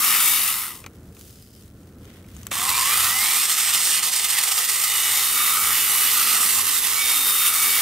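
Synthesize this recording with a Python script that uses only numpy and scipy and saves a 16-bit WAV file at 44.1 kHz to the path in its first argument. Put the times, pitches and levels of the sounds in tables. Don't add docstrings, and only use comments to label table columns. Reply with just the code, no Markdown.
import sys
import numpy as np
from scipy import signal
from scipy.fft import rfft, irfft, next_fast_len
from scipy.io import wavfile
from scipy.ndimage import uniform_filter1d, map_coordinates

SR = 44100
rng = np.random.default_rng(int(sys.argv[2]) if len(sys.argv) > 2 else 0)


def volts_from_decibels(level):
    exponent = np.asarray(level, float) / 20
    return 10 ** exponent


def wav_record(signal):
    frames = np.transpose(np.atleast_2d(signal))
    bounded = np.clip(frames, -1, 1)
    quanta = np.round(bounded * 32767).astype(np.int16)
    wavfile.write(sys.argv[1], SR, quanta)


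N = 344421

# t/s, speed/turns per s
SHAFT_SPEED = [(0, 268), (.2, 282), (.4, 283), (.85, 60), (2.5, 70), (2.67, 100), (2.95, 155), (3.07, 178),
               (3.23, 206), (3.38, 233), (3.44, 250), (3.72, 259), (3.97, 279), (4.06, 260), (4.7, 264),
               (4.9, 281), (5, 282.6), (6.05, 283), (6.3, 274), (6.7, 275), (6.9, 282.6), (7.81, 283)]
# start/s, end/s, load/0-1
CUTS = [(3.473, 4.84, 0.66), (6.16, 6.83, 0.04)]
# t/s, bar level/dB, motor side turned to the microphones/0-1, left over right/dB
RATTLE_AND_PLACE = [(0, -25.5, 0.8, 2), (.3, -25.5, 1, 2.2), (.5, -28.5, 1, 2), (.65, -33, 1, 1),
                    (.81, -49, .6, 3.5), (.89, -72, .3, 5), (2.5, -27, 0, -2.5), (2.7, -22, 0.14, -2.5),
                    (3, -22, 0.2, -2.1), (3.2, -24, 0.34, -2.5), (3.42, -22.5, 0.15, -2.3),
                    (3.6, -23.5, 0.12, -2.5), (3.88, -23, 0, -3), (4.2, -26, 0.04, -3.5),
                    (4.8, -26, 0.29, -3.1), (5.15, -24, 0.3, -1), (5.35, -27, 0.72, -1.8),
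                    (5.7, -25.5, 0.68, -1.6), (6.14, -25.5, 0.77, -2.5), (6.3, -23, 0.44, -2.5),
                    (6.65, -25, 0.58, -4), (6.93, -26.5, 0.52, -4.5), (7.08, -24.5, 0.46, -3.5),
                    (7.3, -27, 1, -0.5), (7.81, -25, 0.63, -1.4)]
# t/s, jolt/dB before each part takes its share
BUMPS = [(2.7, 1.5), (3.745, 4), (4.035, 3), (4.078, 1.5), (4.135, 3), (4.168, 4), (4.196, 4.5), (4.25, 5),
         (4.305, 4.5), (4.336, 4), (4.387, 6), (4.439, 6.5), (4.483, 5), (4.521, 5), (4.585, 5),
         (4.65, 3.5), (4.696, 5), (4.764, 1.5), (4.846, 3.5), (7.468, 2)]
# t/s, jolt/dB before each part takes its share
DIPS_MOSTLY = [(2.73, -2), (3.476, -5), (3.563, -5.5), (3.72, -3), (4.017, -8.5), (4.107, -5), (4.215, -1),
               (4.277, -2.5), (4.461, 0.5), (4.67, -2), (6.394, -2.5), (6.479, -1.5), (6.631, -4),
               (6.808, -3.5), (7.521, -4.5)]
# start/s, end/s, gain/dB
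RINGING = [(-.1, .25, 3.5), (0.506, .72, 3.5), (2.883, 3.218, 5.5), (5.32, 5.757, 4.5), (6.154, 6.5, 3),
           (7.404, 7.9, 2.5)]
# f/Hz, width/Hz, relative level/dB
BAR_MODES = [(3580, 425, -8), (4290, 600, -6), (5310, 1600, -7.5), (7220, 910, -5.5), (8430, 555, -2),
             (9500, 530, -8)]
# f/Hz, level/dB
SIZZLE_SPECTRUM = [(7000, -30), (8300, -20), (9600, 3), (10800, 3.5), (12000, 3.5), (13700, 5), (16000, -3)]
# f/Hz, width/Hz, relative level/dB
HOUSING_MODES = [(1160, 237, -3), (1246, 220, 3.5)]
HANDLE_MODES = [(992, 170, -10.5), (1044, 68, 0.5), (1101, 250, -7.5)]
BATTERY_MODES = [(450, 140, -6), (810, 170, 0)]
GUARD_MODES = [(2007, 397, -0.5), (2216, 333, 1), (2830, 890, -4)]
# turned away/dB, gained when facing/dB, gained as the speed nears zero/dB
SIZZLE_LEVEL = (-2.5, 7.5, 1)
HOUSING_LEVEL = (-15.5, 6, 0)
HANDLE_LEVEL = (-21, 3, 21)
GUARD_LEVEL = (-7, 2.5, 2.5)
# away/dB, facing/dB, slow/dB
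SPREAD_LEVEL = (-3, 3.5, -5)
SINGING_ORDERS = {8: [(.18, .4, -35), (2.6, 2.78, -44), (2.78, 3.03, -34.5), (5.0, 5.2, -36),
                  (5.36, 6.03, -38), (6.97, 7.19, -31), (7.38, 7.6, -37), (7.6, 7.9, -34)],
                  10.42: [(.06, .22, -34.5), (.32, .42, -36), (3.04, 3.41, -33.5), (3.76, 3.98, -39),
                  (4.87, 5.12, -35.5), (5.2, 5.58, -42), (5.7, 6.14, -37.5), (7.3, 7.52, -40.5)],
                  13: [(.16, .4, -34), (4.88, 5.1, -36), (5.14, 5.56, -36), (7.0, 7.5, -32),
                  (7.5, 7.9, -36)]}
# multiple of shaft speed, level/dB before speed, load and resonance
HUM_ORDERS = [(1, -57.5), (1.517, -56.5), (3.034, -66), (4, -48)]
# multiple of shaft speed, level/dB before resonance
WHISTLE_ORDERS = [(16, -51), (20, -54), (20.84, -50)]
# t/s, relative level/dB, duller body relative to that/dB
CLICKS = [(0.8403, -36, 5), (0.863, -20, -9), (1.0401, -49, -15), (1.1678, -35, -9), (1.212, -33, -20),
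          (1.302, -37, -20), (1.3872, -41, -22), (1.665, -46, -12), (1.833, -43, -17), (2.0537, -33, -29),
          (2.2423, -46, 1), (2.2653, -43, -12), (2.366, -28.5, -30), (2.4318, -27.5, -18),
          (2.468, -12.5, -22), (2.515, -14, -2.5)]
# f/Hz, width/Hz, level/dB
CLICK_MODES = [(3040, 200, -7), (6400, 126, 5.5), (7750, 410, -7.5), (8870, 180, -18), (11600, 200, -29)]
# start/s, end/s, hiss level/dB, fade/dB per s, scrape over hiss/dB
RUSTLES = [(1.016, 1.17, -72, 14, -24), (1.168, 1.56, -48.5, 31, -23), (1.56, 1.674, -60, -20, -16),
           (2.05, 2.203, -64, -10, 4), (2.253, 2.48, -64.5, -26, -4)]
# f/Hz, level/dB
RUSTLE_SPECTRUM = [(1470, -44), (2500, -7.5), (4390, -3.5), (4690, -3.5), (6190, -2), (15000, -2.5)]
# t/s, rumble/dB, drone/dB
FAR_LEVELS = [(0, -56.5, -49.5), (1, -49, -51), (1.9, -45, -50.5), (2.2, -43.5, -49.5), (2.6, -46.5, -47),
              (3.06, -48.5, -51.5), (3.5, -56.5, -55.5), (4.8, -59, -60.5), (5.4, -51, -54.5),
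              (6.1, -53.5, -51.5), (7, -55.5, -54), (7.81, -57, -52.5)]
# f/Hz, level/dB
RUMBLE_SPECTRUM = [(15, -44), (25, -33), (46, -3), (85, 4.5), (220, -9.5), (290, -23), (480, -120)]
DRONE_SPECTRUM = [(110, -34), (180, 3.5), (446, -6), (612, -13), (935, -22), (1410, -19), (2130, -31),
                  (3000, -36.5), (3900, -58), (6600, -120)]
# f/Hz, likeness/0-1
ALIKE = [(60, 1), (250, 1), (600, 1), (1500, 0.95), (2600, 0.86), (4600, 0.81), (7000, 0.59), (9000, 0.79),
         (11000, 0.51), (12500, .35), (14500, 0.59)]
# f/Hz, left over right/dB
PORT_BALANCE = [(600, 0), (1400, .5), (2500, -.8), (4600, 1.8), (8400, -.5), (12000, 0)]

FREE_SPEED = 283
RELEASE_S, STOP_S, START_S = .4, .89, 2.507


def saw():
    t = np.arange(N) / SR
    speed, = curves(SHAFT_SPEED)
    turns = np.cumsum(speed) / SR
    crawl = 1 - speed / FREE_SPEED
    load = sum(share * window(start, end, edge_s=0.21) for start, end, share in CUTS)
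    bar_db, facing, pan_db = curves(RATTLE_AND_PLACE)
    powered = np.where(t < STOP_S, volts_from_decibels(-500 * np.maximum(t - RELEASE_S, 0)), 1)
    on = (t < STOP_S) + np.clip((t - START_S) / .012, 0, 1)
    rattle = patchy(link_rattle(speed, turns, crawl, load, facing), patchy_db=1.5)
    return placed(on * (volts_from_decibels(bar_db) * rattle + powered * whine(turns, speed, crawl, load)), pan_db)


def link_rattle(speed, turns, crawl, load, facing):
    def part_db(level):
        away_db, faced_db, slow_db = level
        return away_db + faced_db * facing + slow_db * crawl

    jolts_db = chatter(load)
    sprocket_db = .6 * np.sin(2 * np.pi * .1835 * turns + .5 * wobble(6))
    links = knocks(1.517 * speed, scatter_db=1, most_db=18, life_ms=2.8, steady=0.97)
    links = links * volts_from_decibels(sprocket_db + 0.47 * wobble(40))

    spread = volts_from_decibels(part_db(SPREAD_LEVEL))
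    bar = pair(modes(BAR_MODES), links, spread)
    sizzle = volts_from_decibels(part_db(SIZZLE_LEVEL)) * pair(colour(SIZZLE_SPECTRUM), links, spread)
    rattle = volts_from_decibels(0.91 * jolts_db) * (bar + sizzle)

    ringing_db = sum(db * window(start, end, edge_s=0.073) for start, end, db in RINGING)
    plastic = ((part_db(HOUSING_LEVEL) + ringing_db, HOUSING_MODES),
               (part_db(HANDLE_LEVEL), HANDLE_MODES),
               (-20.5, BATTERY_MODES),
               (part_db(GUARD_LEVEL), GUARD_MODES))
    for db, table in plastic:
        moving_db = db + 0.76 * jolts_db + 0.86 * wobble(25) + 0.75 * wobble(7)
        rattle += volts_from_decibels(moving_db) * pair(lambda f: np.abs(modes(table)(f)) ** 1.3, links)
    return filtered(rattle, lambda f: 1 - .75 * modes([(620, 220, 0)])(f))


def chatter(load):
    t = np.arange(N) / SR

    def jolts(rows, half_width_s):
        return sum(db * np.exp(-((t - s) / half_width_s) ** 2) for s, db in rows)

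    judder = (0.51 - 0.03 * load) * wobble(22)
    return jolts(BUMPS, 0.0084) + jolts(DIPS_MOSTLY, .012) + judder


def whine(turns, speed, crawl, load):
    unsteady = .5 + .9 * crawl + 3 * np.sqrt(np.abs(load))
    hum_db = 12 * np.log2(speed / FREE_SPEED) - 14 * load

    def tone(order, db):
        level = np.sqrt(2) * volts_from_decibels(db + 1.37 * wobble(16) + 1.8 * wobble(6))
        return level * np.sin(order * (2 * np.pi * turns + unsteady * wobble(45) / 10))

    def swell(rows):
        return volts_from_decibels(-58) + sum(volts_from_decibels(db) * window(start, end, edge_s=.06) for start, end, db in rows)

    singing = sum(swell(rows) * tone(order, 0) for order, rows in SINGING_ORDERS.items())
    whistle = sum(tone(order, db) for order, db in WHISTLE_ORDERS)
    whistle += volts_from_decibels(22.0) * filtered(whistle, lambda f: modes([(2390, 160, 0)])(f) ** 2)
    hum = sum(tone(order, db + hum_db) for order, db in HUM_ORDERS)
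    hum += volts_from_decibels(9) * filtered(hum, lambda f: modes(BATTERY_MODES[1:])(f) ** 2)
    return singing + whistle + hum


def patchy(x, patchy_db):
    z = signal.stft(x, nperseg=512)[2]
    field = uniform_filter1d(rng.standard_normal(z.shape[1:]), size=3, axis=0)
    field = uniform_filter1d(field, size=20, axis=1)
    return signal.istft(z * volts_from_decibels(patchy_db * unit(field)), nperseg=512)[1][:, :N]


def placed(x, pan_db):
    lead = 2.6e-6 * SR * pan_db
    x = np.array([map_coordinates(ear, [np.arange(N) + side * lead], order=5)
                  for side, ear in zip((1, -1), x)])
    bass = filtered(x, lambda f: 1 / (1 + (f / 1100) ** 2))
    return bass + volts_from_decibels(np.array([pan_db, -pan_db]) / 2) * (x - bass)


def clicks():
    tick, body = np.zeros(N), np.zeros(N)
    t = np.arange(SR // 20) / SR
    crack = volts_from_decibels(-60 * t / 0.018) + 4 * volts_from_decibels(-60 * t / 0.0015)
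    for s, db, body_db in CLICKS:
        here = slice(round(s * SR), round(s * SR) + len(t))
        tick[here] += volts_from_decibels(db - 5) * crack * rng.standard_normal(len(t))
        body[here] += volts_from_decibels(db + body_db + 8 - 60 * t / 0.045) * rng.standard_normal(len(t))
    dull = filtered(body, modes([(500, 77, 0), (1200, 210, 0), (2380, 490, 0)]))
    x = 0.36 * tick + filtered(tick, modes(CLICK_MODES)) + dull
    return np.array([x, 0.73 * np.roll(x, 1)])


def twigs():
    t = np.arange(N) / SR

    def shape(start, end, db, fade):
        return window(start, end, edge_s=0.061) * volts_from_decibels(db - fade * np.clip(t - start, 0, 1))

    still_db = -61
    hiss = volts_from_decibels(still_db) + sum(shape(start, end, db, fade) for start, end, db, fade, _ in RUSTLES)
    rough = volts_from_decibels(still_db - 8) + sum(shape(start, end, db + scrape_db, fade)
                                    for start, end, db, fade, scrape_db in RUSTLES)
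    cracks = knocks(300 * volts_from_decibels(2.5 * wobble(20)), scatter_db=4, most_db=12, life_ms=2, steady=.6)
    scrape_modes = modes([(1380, 1100, 0.5), (2010, 600, 6), (3230, 1200, -0.5)])
    scrape = rough * pair(scrape_modes, cracks, spread=3.7)
    swish_modes = modes([(3050, 120, -6), (5000, 200, 0)])
    swish = volts_from_decibels(-63) * window(1.3, 1.62, edge_s=.08) * pair(swish_modes, cracks)
    return hiss * pair(colour(RUSTLE_SPECTRUM), cracks, spread=1.1) + scrape + swish


def far():
    rumble_db, drone_db = curves(FAR_LEVELS)
    rumble = volts_from_decibels(rumble_db + 2.2 * wobble(7.4)) * pair(colour(RUMBLE_SPECTRUM))
    drone = volts_from_decibels(drone_db + 1.8 * wobble(2.98)) * pair(colour(DRONE_SPECTRUM))
    return rumble + drone


def knocks(rate, scatter_db, most_db, life_ms, steady):
    count = np.cumsum(rate) / SR
    draw = rng.random((int(count[-1]), 2))
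    at = np.searchsorted(count, np.arange(len(draw)) + draw[:, 0]).clip(0, N - 1)
    strength_db = np.minimum(-scatter_db * np.log(draw[:, 1]), most_db)
    blows = np.bincount(at, volts_from_decibels(strength_db), N)
    return steady + unit(signal.lfilter([1], [1, -np.exp(-1000 / (life_ms * SR))], blows))


def pair(response, gate=1, spread=1):
    def split(hz):
        turn = np.arccos(np.clip(along(ALIKE, hz), -1, 1)) / 2
        return response(hz) * np.array([np.cos(turn), np.sin(turn)])

    mid, side = filtered(gate * rng.standard_normal((2, N)), split)
    return np.array([mid + spread * side, mid - spread * side]) / np.std(mid)


def modes(table):
    def response(f):
        return sum((-1) ** k * volts_from_decibels(db) * 1j * f * width / (centre ** 2 - f * f + 1j * f * width)
                   for k, (centre, width, db) in enumerate(table))
    return response


def colour(spectrum):
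    return lambda f: volts_from_decibels(along(spectrum, f))


def filtered(x, response):
    m = next_fast_len(N + 8192)
    return irfft(rfft(x, m) * response(np.fft.rfftfreq(m, 1 / SR)), m)[..., :N]


def along(points, hz):
    f, v = np.transpose(points)
    return np.interp(np.log(hz + 1), np.log(f + 1), v)


def curves(rows):
    s, *cols = np.transpose(rows)
    return [np.interp(np.arange(N) / SR, s, c) for c in cols]


def wobble(rate):
    points = rng.standard_normal(int(N * rate / SR) + 4)
    return map_coordinates(points, [np.arange(N) * rate / SR])


def window(start, end, edge_s):
    t = np.arange(N) / SR
    return np.clip(np.minimum(t - start, end - t) / edge_s + .5, 0, 1)


def unit(x):
    return x / np.sqrt(np.mean(x ** 2) + 1e-20)


def scene():
    return saw() + clicks() + twigs() + far()


def low_pass(x):
    return signal.sosfilt(signal.butter(12, 16990, fs=SR, output="sos"), x)


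def record(dry):
    left_right = np.array([[1], [-1]])
    ports = filtered(dry, lambda hz: volts_from_decibels(left_right * along(PORT_BALANCE, hz) / 2))
    rounded = ports / (1 + np.abs(ports / .75) ** 4) ** (1 / 4)
    limited = filtered(rounded, lambda hz: hz < 15690)
    return low_pass(limited)


dry = scene()
out = record(dry)
wav_record(out)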